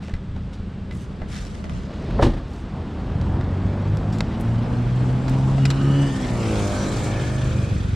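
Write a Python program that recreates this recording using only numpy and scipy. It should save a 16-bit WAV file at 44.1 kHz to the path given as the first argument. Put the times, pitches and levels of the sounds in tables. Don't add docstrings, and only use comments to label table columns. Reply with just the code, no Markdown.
import sys
import numpy as np
from scipy import signal
from scipy.fft import rfft, irfft, next_fast_len
from scipy.io import wavfile
from scipy.ndimage import uniform_filter1d, map_coordinates

SR = 44100
rng = np.random.default_rng(int(sys.argv[2]) if len(sys.argv) > 2 else 0)


def file_out(sig):
    cols = np.atleast_2d(sig).T
    lim = np.clip(cols, -1, 1)
    pcm = np.round(lim * 32767).astype(np.int16)
    wavfile.write(sys.argv[1], SR, pcm)


N = 350947

# (frequency [Hz], relative level [dB])
ROAR = [(120, -39.5), (230, 8), (380, 0), (600, -4.5), (850, -5), (1100, -9), (1500, -14.5), (2500, -26)]
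# (frequency [Hz], relative level [dB])
RUMBLE_TONE = [(15, -13.5), (28, -7), (45, 5), (70, -3), (110, 1), (150, -2.5), (200, -2.5), (270, -13.5),
               (400, -32.5)]
# (frequency [Hz], relative level [dB])
CLATTER = [(100, -36), (250, -5), (600, 4), (1000, -5), (1350, -10), (1800, -10), (4000, -51)]
# (time [s], thump level [dB], skin level [dB], panel level [dB], clatter level [dB], latch level [dB])
BLOWS = [(2.1915, -16, -6.5, -39, -20, -46), (2.211, -19, -27, -27, -34, -34),
         (2.222, 3, -30, -12, -15, -21.5), (2.242, -13, -27, -23.5, -27, -34),
         (2.262, 0.5, -19.5, -22.5, -23, -40.5)]


def amp(db):
    return 10 ** (np.asarray(db) / 20)


def unit(x):
    return x / np.sqrt(np.mean(x ** 2) + 1e-20)


def seconds():
    return np.arange(N) / SR


def along(points, hz):
    f, v = np.transpose(points)
    return np.interp(np.log(hz + 1), np.log(f + 1), v)


def colour(points, hz):
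    inside = np.minimum(hz / points[0][0], 1) * np.minimum(points[-1][0] / (hz + 1), 1)
    return amp(along(points, hz)) * inside ** 4


def curves(rows):
    s, *cols = np.transpose(rows)
    return [np.interp(seconds(), s, c) for c in cols]


def wobble(rate):
    knots = rng.standard_normal(int(N * rate / SR) + 4)
    return map_coordinates(knots, [np.arange(N) * rate / SR])


def swell(s, width):
    return np.exp(-((seconds() - s) / width) ** 2)


def phase(hz):
    return 2 * np.pi * np.cumsum(hz) / SR


def filtered(x, response):
    n = x.shape[-1]
    m = next_fast_len(n + SR // 4)
    return irfft(rfft(x, m) * response(np.fft.rfftfreq(m, 1 / SR)), m)[..., :n]


def resonant(peaks, f):
    total = 0
    for k, (centre, width, db) in enumerate(peaks):
        damping = 1j * f * width
        total = total + (-1) ** k * amp(db) * damping / (centre * centre - f * f + damping)
    return total


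def noise(gain, size):
    # (frequency [Hz], left-right likeness [0 to 1])
    alike = [(60, 0.98), (130, 0.93), (290, 1), (640, 0.74), (1400, 0.52), (3100, 0.94), (4500, 0.96),
             (7000, 0.37), (10000, .05)]

    def mid_side(hz):
        turn = np.arccos(np.clip(along(alike, hz), -1, 1)) / 2
        return gain(hz) * np.array([np.cos(turn), np.sin(turn)])

    mid, side = filtered(rng.standard_normal((2, size)), mid_side)
    return np.array([mid + side, mid - side]) / np.std(mid)


def rush(spectrum, size=N):
    return noise(lambda hz: colour(spectrum, hz), size)


def tilt(db_per_octave, hz):
    return amp(db_per_octave * np.log2((hz + 100) / 3000))


def dying(t60, attack):
    t = np.arange(SR // 2) / SR
    return np.exp(-np.log(1000) * t / t60) * (1 - np.exp(-t / attack))


def burst(spectrum, t60, attack):
    return rush(spectrum, size=SR // 2) * dying(t60, attack)


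def ring(modes, attack, scatter_db):
    t = np.arange(SR // 2) / SR
    total = 0
    for hz, t60, db in modes:
        level = amp(db + scatter_db * rng.normal())
        total = total + level * np.sin(2 * np.pi * hz * t) * dying(t60, attack)
    return total


def add(out, s, sound):
    part = out[:, round(s * SR):][:, :sound.shape[-1]]
    part += sound[..., :part.shape[1]]


def patchy(x):
    z = signal.stft(x, nperseg=512)[2]
    field = uniform_filter1d(rng.standard_normal(z.shape[1:]), size=3, axis=0)
    field = uniform_filter1d(field, size=7, axis=1)
    patch_db = 2 * unit(field)
    uneven = signal.istft(z * amp(patch_db), nperseg=512)[1][:, :N]
    return unit(uneven) * np.std(x)


def driver():
    # (frequency [Hz], relative level [dB])
    cloth = [(530, -45), (900, -27), (1210, -10), (1800, -10.5), (2030, -6.5), (2450, -13), (2720, -10.5),
             (5450, -13.5), (8430, -19), (15000, -44.5)]
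    # (start [s], length [s], release [s], level [dB], brightness [dB per octave])
    swishes = [(0, 0.064, 0.061, -50.5, -2), (0.52, 0.028, 0.021, -50, -1), (0.9, 0.07, 0.085, -57, 8.5),
               (0.953, 0.092, 0.013, -54, 3), (1.249, 0.13, 0.15, -42.5, 0), (1.351, .02, .014, -40, 0.5),
               (1.597, 0.24, 0.046, -52.5, -1.5), (1.773, 0.31, .031, -52, -3.5),
               (2.415, 0.18, 0.04, -57, 4)]
    # (time [s], tap level [dB], thud level [dB], ring level [dB])
    knocks = [(0.026, -29, -30.5, -60), (0.082, -25.5, -28, -50), (0.095, -31, -26, -54),
              (0.1381, -19.5, -33, -41), (0.3624, -27.5, -28, -53), (.91, -21.5, -43, -39),
              (1.2169, -28, -21.5, -45), (1.362, -23, -43, -42), (1.6408, -20, -32, -53),
              (1.695, -20, -37, -42), (2.1076, -20, -40, -50)]
    # (frequency [Hz], relative level [dB])
    trim = [(600, -16), (1300, 3), (2100, -0.5), (3500, -6.5), (7500, -18.5), (11000, -30), (15000, -47)]
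    # (frequency [Hz], t60 [s], level [dB])
    trim_modes = [(1510, .05, -4), (2030, .085, 0), (3850, .03, -9)]
    # (frequency [Hz], t60 [s], level [dB])
    hollow = [(205, .12, -2), (334, .12, -3), (694, .05, -9), (877, .025, -4)]
    # (time [s], level [dB])
    bumps = [(0.135, -16), (0.288, -24), (0.345, -23.5), (0.603, -25), (1.217, -23)]

    out = np.zeros((2, N))
    t = np.arange(SR) / SR
    for s, length, release, db, tilt_db in swishes:
        rise = np.minimum(t / (0.55 * length), 1) ** 2
        stroke = rise * np.exp(-np.maximum(t - length, 0) / release)
        fabric = noise(lambda hz: colour(cloth, hz) * tilt(tilt_db, hz), size=SR)
        add(out, s, amp(db) * stroke * fabric)
    grain = unit(amp(2.4 * wobble(500) + 1.2 * wobble(80)))
    out = patchy(out) * grain

    for s, tap_db, thud_db, ring_db in knocks:
        add(out, s, amp(thud_db - 8) * ring(hollow, attack=.001, scatter_db=2))
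        add(out, s, amp(ring_db) * ring(trim_modes, attack=0.00057, scatter_db=2))
        for k in range(3):
            tap = amp(tap_db - 13) * burst(trim, t60=.028, attack=.0005)
            thud = amp(thud_db - 7) * burst(CLATTER, t60=.05, attack=.0014)
            gap_s = rng.uniform(.01089, .0143)
            add(out, s + k * gap_s, amp(-6.5 * k) * (tap + thud))

    for s, db in bumps:
        add(out, s, amp(db) * ring([(30.3, 0.16, 1), (80.5, 0.05, 7.1)], attack=0.002, scatter_db=0))
    return out


def car_park():
    # (time [s], level [dB])
    traffic = [(0, -5.5), (1.8, -5), (2.7, -1.5), (3.2, 0.5), (5.3, 1), (6.2, -0.5), (7.96, -2.5)]
    # (frequency [Hz], relative level [dB])
    street = [(150, -15), (250, -9), (400, 1), (600, -9), (900, -13), (1300, -9), (2200, -17), (3200, -18),
              (5000, -26), (6500, -32), (8200, -31.5), (10500, -48.5), (15000, -67.5)]
    # (frequency [Hz], level [dB])
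    idle = [(75.4, -37), (174, -44.5), (199, -40.5)]

    traffic_db, = curves(traffic)
    rumble = amp(-26.5 + traffic_db + 1.5 * wobble(6)) * rush(RUMBLE_TONE)
    roar = amp(-35 + 2.46 * traffic_db + wobble(20)) * rush(ROAR)
    air = amp(-47.5 + .5 * wobble(3.3)) * rush(street)
    hum = np.zeros(N)
    for hz, db in idle:
        level = amp(db + 1.2 * wobble(12)) * np.sqrt(2)
        hum += level * np.sin(phase(hz + 1.564 * wobble(9)))
    return rumble + roar + air + hum


def swing():
    # (frequency [Hz], relative level [dB])
    swing_tone = [(150, -39), (250, -8.5), (693, -15), (758, -20.5), (1190, -23.5), (1420, -27.5),
                  (4450, -38), (9000, -58), (11700, -66), (19800, -120)]
    half_strength_s, release_s = 0.2, 0.15
    ahead = BLOWS[0][0] - seconds()
    approach = 1 / (1 + np.maximum(ahead, 0) / half_strength_s)
    closing = approach * np.exp(np.minimum(ahead, 0) / release_s)
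    air_rush = closing * amp(-31.5 + wobble(39.5)) * rush(swing_tone)
    pushed_air = closing ** 2 * amp(-20.5) * rush(RUMBLE_TONE)
    return air_rush + pushed_air


def nearness():
    closest_s, width_s = 6.73, 0.53
    return 1 / np.hypot(1, (seconds() - closest_s) / width_s)


def hidden_db():
    return -7 * np.maximum(seconds() - 7.6, 0)


def delayed(x, metres):
    n = np.arange(N)
    return np.array([np.interp(n - metres / 343 * SR, n, ear) for ear in x])


def tyres():
    # (frequency [Hz], relative level [dB])
    tread_tone = [(800, -19.5), (1400, 2.5), (2200, -2), (3200, -1.5), (4400, -7), (6000, -13.5)]
    hiss_tone = [(3000, -13.5), (4700, -4.5), (6500, -4), (8000, -3), (9500, -12), (12000, -24),
                 (14000, -24), (15500, -36)]
    # (time [s], extra path [m], share reflected [0 to 1])
    bounce = [(4, .386, .1), (5.6, .267, .12), (5.85, .245, .4), (6.2, .196, .4), (6.35, .152, .4),
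              (6.5, .118, .3), (6.8, .1, .05)]
    near, hidden = nearness(), hidden_db()

    def band(spectrum, db, falloff, hidden_share):
        flutter = amp(.7 * wobble(14) + 1.5 * wobble(90))
        return amp(db + hidden_share * hidden) * near ** falloff * flutter * patchy(rush(spectrum))

    roar = band(ROAR, db=-36, falloff=0.78, hidden_share=1)
    tread = band(tread_tone, db=-38.5, falloff=0.78, hidden_share=0.036)
    hiss = band(hiss_tone, db=-42, falloff=1.49, hidden_share=0.9)
    off_road = .5 * delayed(roar, .57 * near)
    extra_m, share = curves(bounce)
    off_car = share * delayed(tread + hiss / 2, extra_m)
    arrives, = curves([(1.8, 0.036), (3.1, 0.89)])
    return arrives * (roar + tread + hiss + off_road + off_car)


def thumps(beat_hz, pipe):
    beats = np.diff(np.floor(np.cumsum(beat_hz) / SR), prepend=0)
    beats = beats * amp(0.83 * wobble(25))
    return unit(filtered(beats, lambda hz: resonant(pipe, hz) / (1 + 1j * hz / 350) ** 3))


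def engine():
    # (time [s], crank speed [turns per second])
    revs = [(2.9, 40.5), (3.3, 43), (3.6, 47), (3.9, 50.7), (4.15, 53), (4.45, 56.5), (5, 62.5),
            (5.5, 66.8), (6.03, 70.2), (6.15, 66.5), (6.63, 50), (6.85, 50.2), (7.4, 51.7), (7.96, 51.8)]
    # (time [s], level [dB])
    exhaust = [(2.7, -48), (3.3, -27.5), (3.9, -21.5), (4.3, -25), (4.52, -21), (5.4, -19.5), (5.68, -16),
               (6.02, -17.5), (6.17, -33), (6.4, -25.5), (6.65, -23.5), (6.82, -33), (7.15, -31),
               (7.96, -36)]
    # (time [s], depth [dB])
    fades = [(3.45, 6), (3.77, 7), (4.02, 13), (4.27, 9), (4.38, 11), (4.69, 8), (5.24, 5), (5.79, 8)]
    # (time [s], third level [dB], fourth level [dB], growl level [dB])
    overtones = [(2.9, -44, -46, -50), (3.42, -33, -38, -39), (3.62, -39, -33, -39), (3.85, -28, -38, -39),
                 (4.15, -28, -35, -40), (4.38, -40, -30, -41), (4.95, -31, -31.5, -40),
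                 (5.55, -33, -33, -38), (5.95, -30.5, -26, -33.5), (6.2, -38, -31, -34),
                 (6.53, -37, -31, -27), (6.76, -38, -27, -30), (6.98, -39, -37, -30.5),
                 (7.5, -43, -38, -33.5), (7.96, -46, -39, -47)]
    # (frequency [Hz], level [dB])
    rasp = [(200, -7), (340, -3.5), (440, -10), (570, -8.5), (720, -15), (850, -18), (1200, -20),
            (1700, -25.5), (2500, -28), (3000, -31.5)]
    # (time [s], level [dB])
    lope = [(2.85, -50), (3.2, -23.5), (3.7, -31), (5, -40), (6.85, -45)]
    # (frequency [Hz], width [Hz], level [dB])
    silencer = [(54, 20, -9), (100, 48, 0), (235, 50, -17)]

    crank_hz, = curves(revs)
    exhaust_db, = curves(exhaust)
    third_db, fourth_db, growl_db = curves(overtones)
    fade_db = sum(db * swell(s, width=0.052) for s, db in fades)
    angle = phase(crank_hz * (1 + 0.003 * wobble(25) + .006 * wobble(120)))

    def order(k, rough_db):
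        return np.sqrt(2) * np.sin(k * angle + rng.uniform(0, 2 * np.pi)) * amp(rough_db * wobble(11))

    low = amp(exhaust_db - fade_db) * order(2, rough_db=1)
    low += amp(third_db - fade_db / 2) * order(3, rough_db=1.8)
    low += amp(fourth_db) * order(4, rough_db=2.5)
    upper = np.zeros(N)
    for k in range(5, 50):
        gain = amp(along(rasp, k * crank_hz[::64]) - 3 * (k % 2))
        upper += gain.repeat(64)[:N] * order(k, rough_db=3)
    chuffs = rush(ROAR) * unit((1 + np.cos(angle)) ** 2)
    growl = amp(growl_db) * (.9 * upper + .5 * chuffs)
    strong_beat = thumps(crank_hz / 2, silencer) * amp(curves(lope)[0])
    arrives, = curves([(2.4, 0.075), (3.2, 0.94)])
    return arrives * (low + growl + strong_beat)


def reflection_nulls(x):
    # (time [s], centre [Hz], width [Hz], depth [dB])
    nulls = [
        [(5.9, 1620, 90, 0), (6.2, 1620, 110, 7), (6.38, 1600, 190, 10), (6.52, 1850, 160, 8),
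         (6.8, 1970, 130, 8), (7.96, 2050, 120, 2)],
        [(6.4, 3000, 300, 0), (6.65, 3000, 350, 4), (7.2, 2830, 150, 2.5)],
        [(6.9, 860, 120, 0), (7.4, 900, 130, 5), (7.7, 900, 170, 12)],
    ]
    hz, t, z = signal.stft(x, SR, nperseg=1024)
    for track in nulls:
        s, *cols = np.transpose(track)
        centre, width, depth_db = [np.interp(t, s, c) for c in cols]
        z = z * amp(-depth_db * np.exp(-((hz[:, None] - centre) / width) ** 2))
    return signal.istft(z, SR, nperseg=1024)[1][:, :N]


def blow(thump_db, skin_db, panel_db, clatter_db, latch_db):
    # (frequency [Hz], t60 [s], level [dB])
    skin_modes = [(416, 0.16, -7), (560, 0.1, 1), (737, 0.095, -11.5), (990, 0.025, 1), (1310, 0.03, -10)]
    panel_modes = [(288, 0.51, -4), (359, 0.23, -5), (473, 0.13, -2), (593, 0.19, -11), (928, 0.14, -5.5),
                   (1060, 0.19, -11), (1182, 0.11, -8.5), (1212, 0.061, -10)]
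    shell_modes = [(55.4, 0.21, -15), (94, 0.1, -3.5), (123, 0.089, -7.5), (242.5, 0.2, -10),
                   (332, 0.14, -9.5)]
    # (frequency [Hz], relative level [dB])
    latch_tone = [(820, 2.5), (1400, -19), (1780, -5), (2490, -11), (2950, -9), (3670, -9), (4090, -12),
                  (5840, -18), (6080, -20), (8610, -23.5), (15000, -49)]

    skin = amp(skin_db - 3) * ring(skin_modes, attack=.002, scatter_db=1)
    panel = amp(panel_db - 3) * ring(panel_modes, attack=.001, scatter_db=1)
    rattle = amp(clatter_db) * burst(CLATTER, t60=0.11, attack=0.00053)
    rattle += amp(latch_db) * burst(latch_tone, t60=0.18, attack=0.0027)
    out = skin + panel + .5 * (rattle.mean(axis=0) + rattle)
    add(out, 0.00377, amp(thump_db - 6) * ring(shell_modes, attack=.0015, scatter_db=1))
    return out


def door():
    out = np.zeros((2, N))
    add(out, BLOWS[0][0] - 0.0081, amp(-24.5) * burst(CLATTER, t60=0.12, attack=0.0033))
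    for s, *levels_db in BLOWS:
        add(out, s, blow(*levels_db))

    last_s, *body_db, _ = BLOWS[-1]
    rebound_db = np.append(np.add(body_db, -11.5), -40.5)
    for k in range(3):
        add(out, last_s + (k + 1) * .035, blow(*(rebound_db - 2 * k)))

    add(out, 2.236, amp(-9.5) * ring([(32.8, 0.43, 0)], attack=0.031, scatter_db=2))
    return out


def key():
    # (time [s], level [dB], t60 [s], brightness [dB per octave])
    lock = [(3.212, -28.5, .03, -1.5), (3.41, -20.5, .02, -5), (3.9708, -24, .012, 3),
            (4.124, -36, .22, 3.5), (4.184, -30, .041, 5), (4.2055, -7.5, .02, -2), (5.28, -20, .07, -4),
            (5.295, -29, .021, 16), (5.5793, -22.5, .092, -6.5), (5.6535, -15.5, .04, 1),
            (5.6585, -18.5, .04, -1), (5.7025, -12.5, .033, 0), (5.7095, -17.5, .04, -1.5),
            (6.2468, -20.5, .035, -5), (6.556, -17, .02, -3)]
    # (frequency [Hz], width [Hz], level [dB])
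    barrel = [(690, 50, 8.5), (1320, 210, 2.5), (2150, 720, -2), (3510, 600, -1), (3820, 380, 1.5),
              (4760, 730, -4), (5560, 370, -4), (7280, 850, -8.5)]
    # (frequency [Hz], t60 [s], level [dB])
    bolt = [(2020, .045, -5), (2480, .022, 3), (3450, .035, -9), (4030, .04, -6)]
    spring = [(1650, .025, -3), (3290, .06, -3), (4080, .035, -1), (5700, .03, -6), (6060, .03, -6)]
    # (time [s], level [dB])
    jingle = [(4.399, -37.5), (4.409, -28.5), (4.46, -42), (4.6329, -45)]
    # (frequency [Hz], t60 [s], level [dB])
    key_modes = [(9360, 0.076, -4), (10300, 0.037, -23), (12270, .06, -16), (14200, .035, -5),
                 (14840, .04, -15)]

    out = np.zeros((2, N))
    for s, db, t60, tilt_db in lock:
        steel = noise(lambda hz: resonant(barrel, hz) * tilt(tilt_db, hz), size=SR // 2)
        add(out, s, amp(db - 6.5) * steel * dying(t60, attack=.0004))
        add(out, s, amp(db - 20) * burst(CLATTER, t60=0.052, attack=.001))

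    add(out, 5.6522, amp(-24) * ring(bolt, attack=.0006, scatter_db=2))
    add(out, 5.7025, amp(-26.5) * ring(spring, attack=.0006, scatter_db=2))

    for s, db in jingle:
        tick = burst([(5000, -6), (9500, 0), (14500, -3)], t60=.03, attack=.0006)
        tinkle = ring(key_modes, attack=.0005, scatter_db=2)
        add(out, s, amp(db - 12.5) * tick + amp(db - 16.5) * tinkle)
    return out


def passing_swells():
    # (time [s], half width [s], pitch [Hz], glide [Hz per s], pitch scatter [Hz], level [dB])
    swells = [(5.43, .13, 850, 100, 130, -38), (5.7, .12, 2880, 150, 24, -46.5),
              (5.88, .12, 1230, 0, 80, -40.5), (5.9, .14, 355, 60, 14, -33),
              (5.98, .13, 2942, 30, 28, -42.5), (6.08, .25, 1785, 100, 50, -45),
              (6.78, .12, 1550, 40, 30, -42), (6.82, .05, 5820, 0, 200, -44),
              (6.88, .18, 4170, 0, 170, -49), (7.2, .34, 1735, -100, 75, -44.5),
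              (7.1, .26, 2270, 500, 150, -45), (7.64, .19, 2460, 450, 70, -50)]
    out = np.zeros(N)
    for s, width, hz, glide, scatter_hz, db in swells:
        pitch = hz + glide * (seconds() - s) + scatter_hz * wobble(400)
        flutter_db = 2 * wobble(90)
        out += swell(s, width) * amp(db + flutter_db) * np.sqrt(2) * np.sin(phase(pitch))
    return out


def motorcycle():
    # (time [s], beat rate [Hz], thud level [dB], hum level [dB])
    follower = [(6.2, 22.5, -50, -50), (6.9, 23.8, -37, -32), (7.2, 25.1, -30, -30),
                (7.42, 25.7, -27, -25.5), (7.6, 25, -25.5, -29), (7.73, 23.4, -21.5, -38),
                (7.96, 22.6, -22, -45)]
    # (frequency [Hz], width [Hz], level [dB])
    pipe = [(58, 22, -4.5), (108, 42, 0), (235, 50, -19)]
    beat_hz, thud_db, hum_db = curves(follower)
    hum_phase = 5 * phase(beat_hz + .25 * wobble(20))
    hum = amp(hum_db + 2 * wobble(14)) * np.sqrt(2) * np.sin(hum_phase)
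    thuds = amp(thud_db) * thumps(beat_hz * (1 + .03 * wobble(30)), pipe)
    return hum + thuds


def yard(x):
    # (frequency [Hz], t60 [s])
    echo_t60 = [(100, .45), (1000, 0.24), (4000, 0.33), (12000, 0.091)]
    hz, t, z = signal.stft(rng.standard_normal((2, SR // 2)), SR, nperseg=256)
    decay = np.exp(-np.log(1000) * t / along(echo_t60, hz)[:, None])
    tail = signal.istft(z * decay, SR, nperseg=256)[1]
    return signal.fftconvolve(x, tail / np.linalg.norm(tail[0]), axes=1)[:, :N]


def scene():
    near = driver() + swing() + door() + key()
    echo = amp(-24) * yard(near)
    passing = reflection_nulls(tyres() + engine())
    return near + echo + car_park() + passing + passing_swells() + motorcycle()


def record(dry):
    # (time [s], side level [dB])
    width_rows = [(.45, -38), (.85, -4.5), (1.75, 5), (2.2, -34.5), (2.35, -73), (3.7, -55), (4.25, -12),
                  (4.7, -0.5), (7.96, 5)]
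    # (frequency [Hz], level [dB])
    microphone = [(9000, -0.5), (11500, 1.5), (15000, -5.5)]
    top_hz, edge_s = 15655, .006

    mid = dry.mean(axis=0)
    pair = mid + amp(curves(width_rows)[0]) * (dry - mid)

    def response(hz):
        no_drift = 1j * hz / (12 + 1j * hz)
        return no_drift * amp(along(microphone, hz)) * (hz < top_hz)

    padded = np.pad(pair, ((0, 0), (SR, SR)), mode="reflect", reflect_type="odd")
    edges = np.minimum(np.minimum(seconds(), seconds()[::-1]) / edge_s, 1)
    return edges * filtered(padded, response)[:, SR:-SR]


dry = scene()
out = record(dry)
file_out(out)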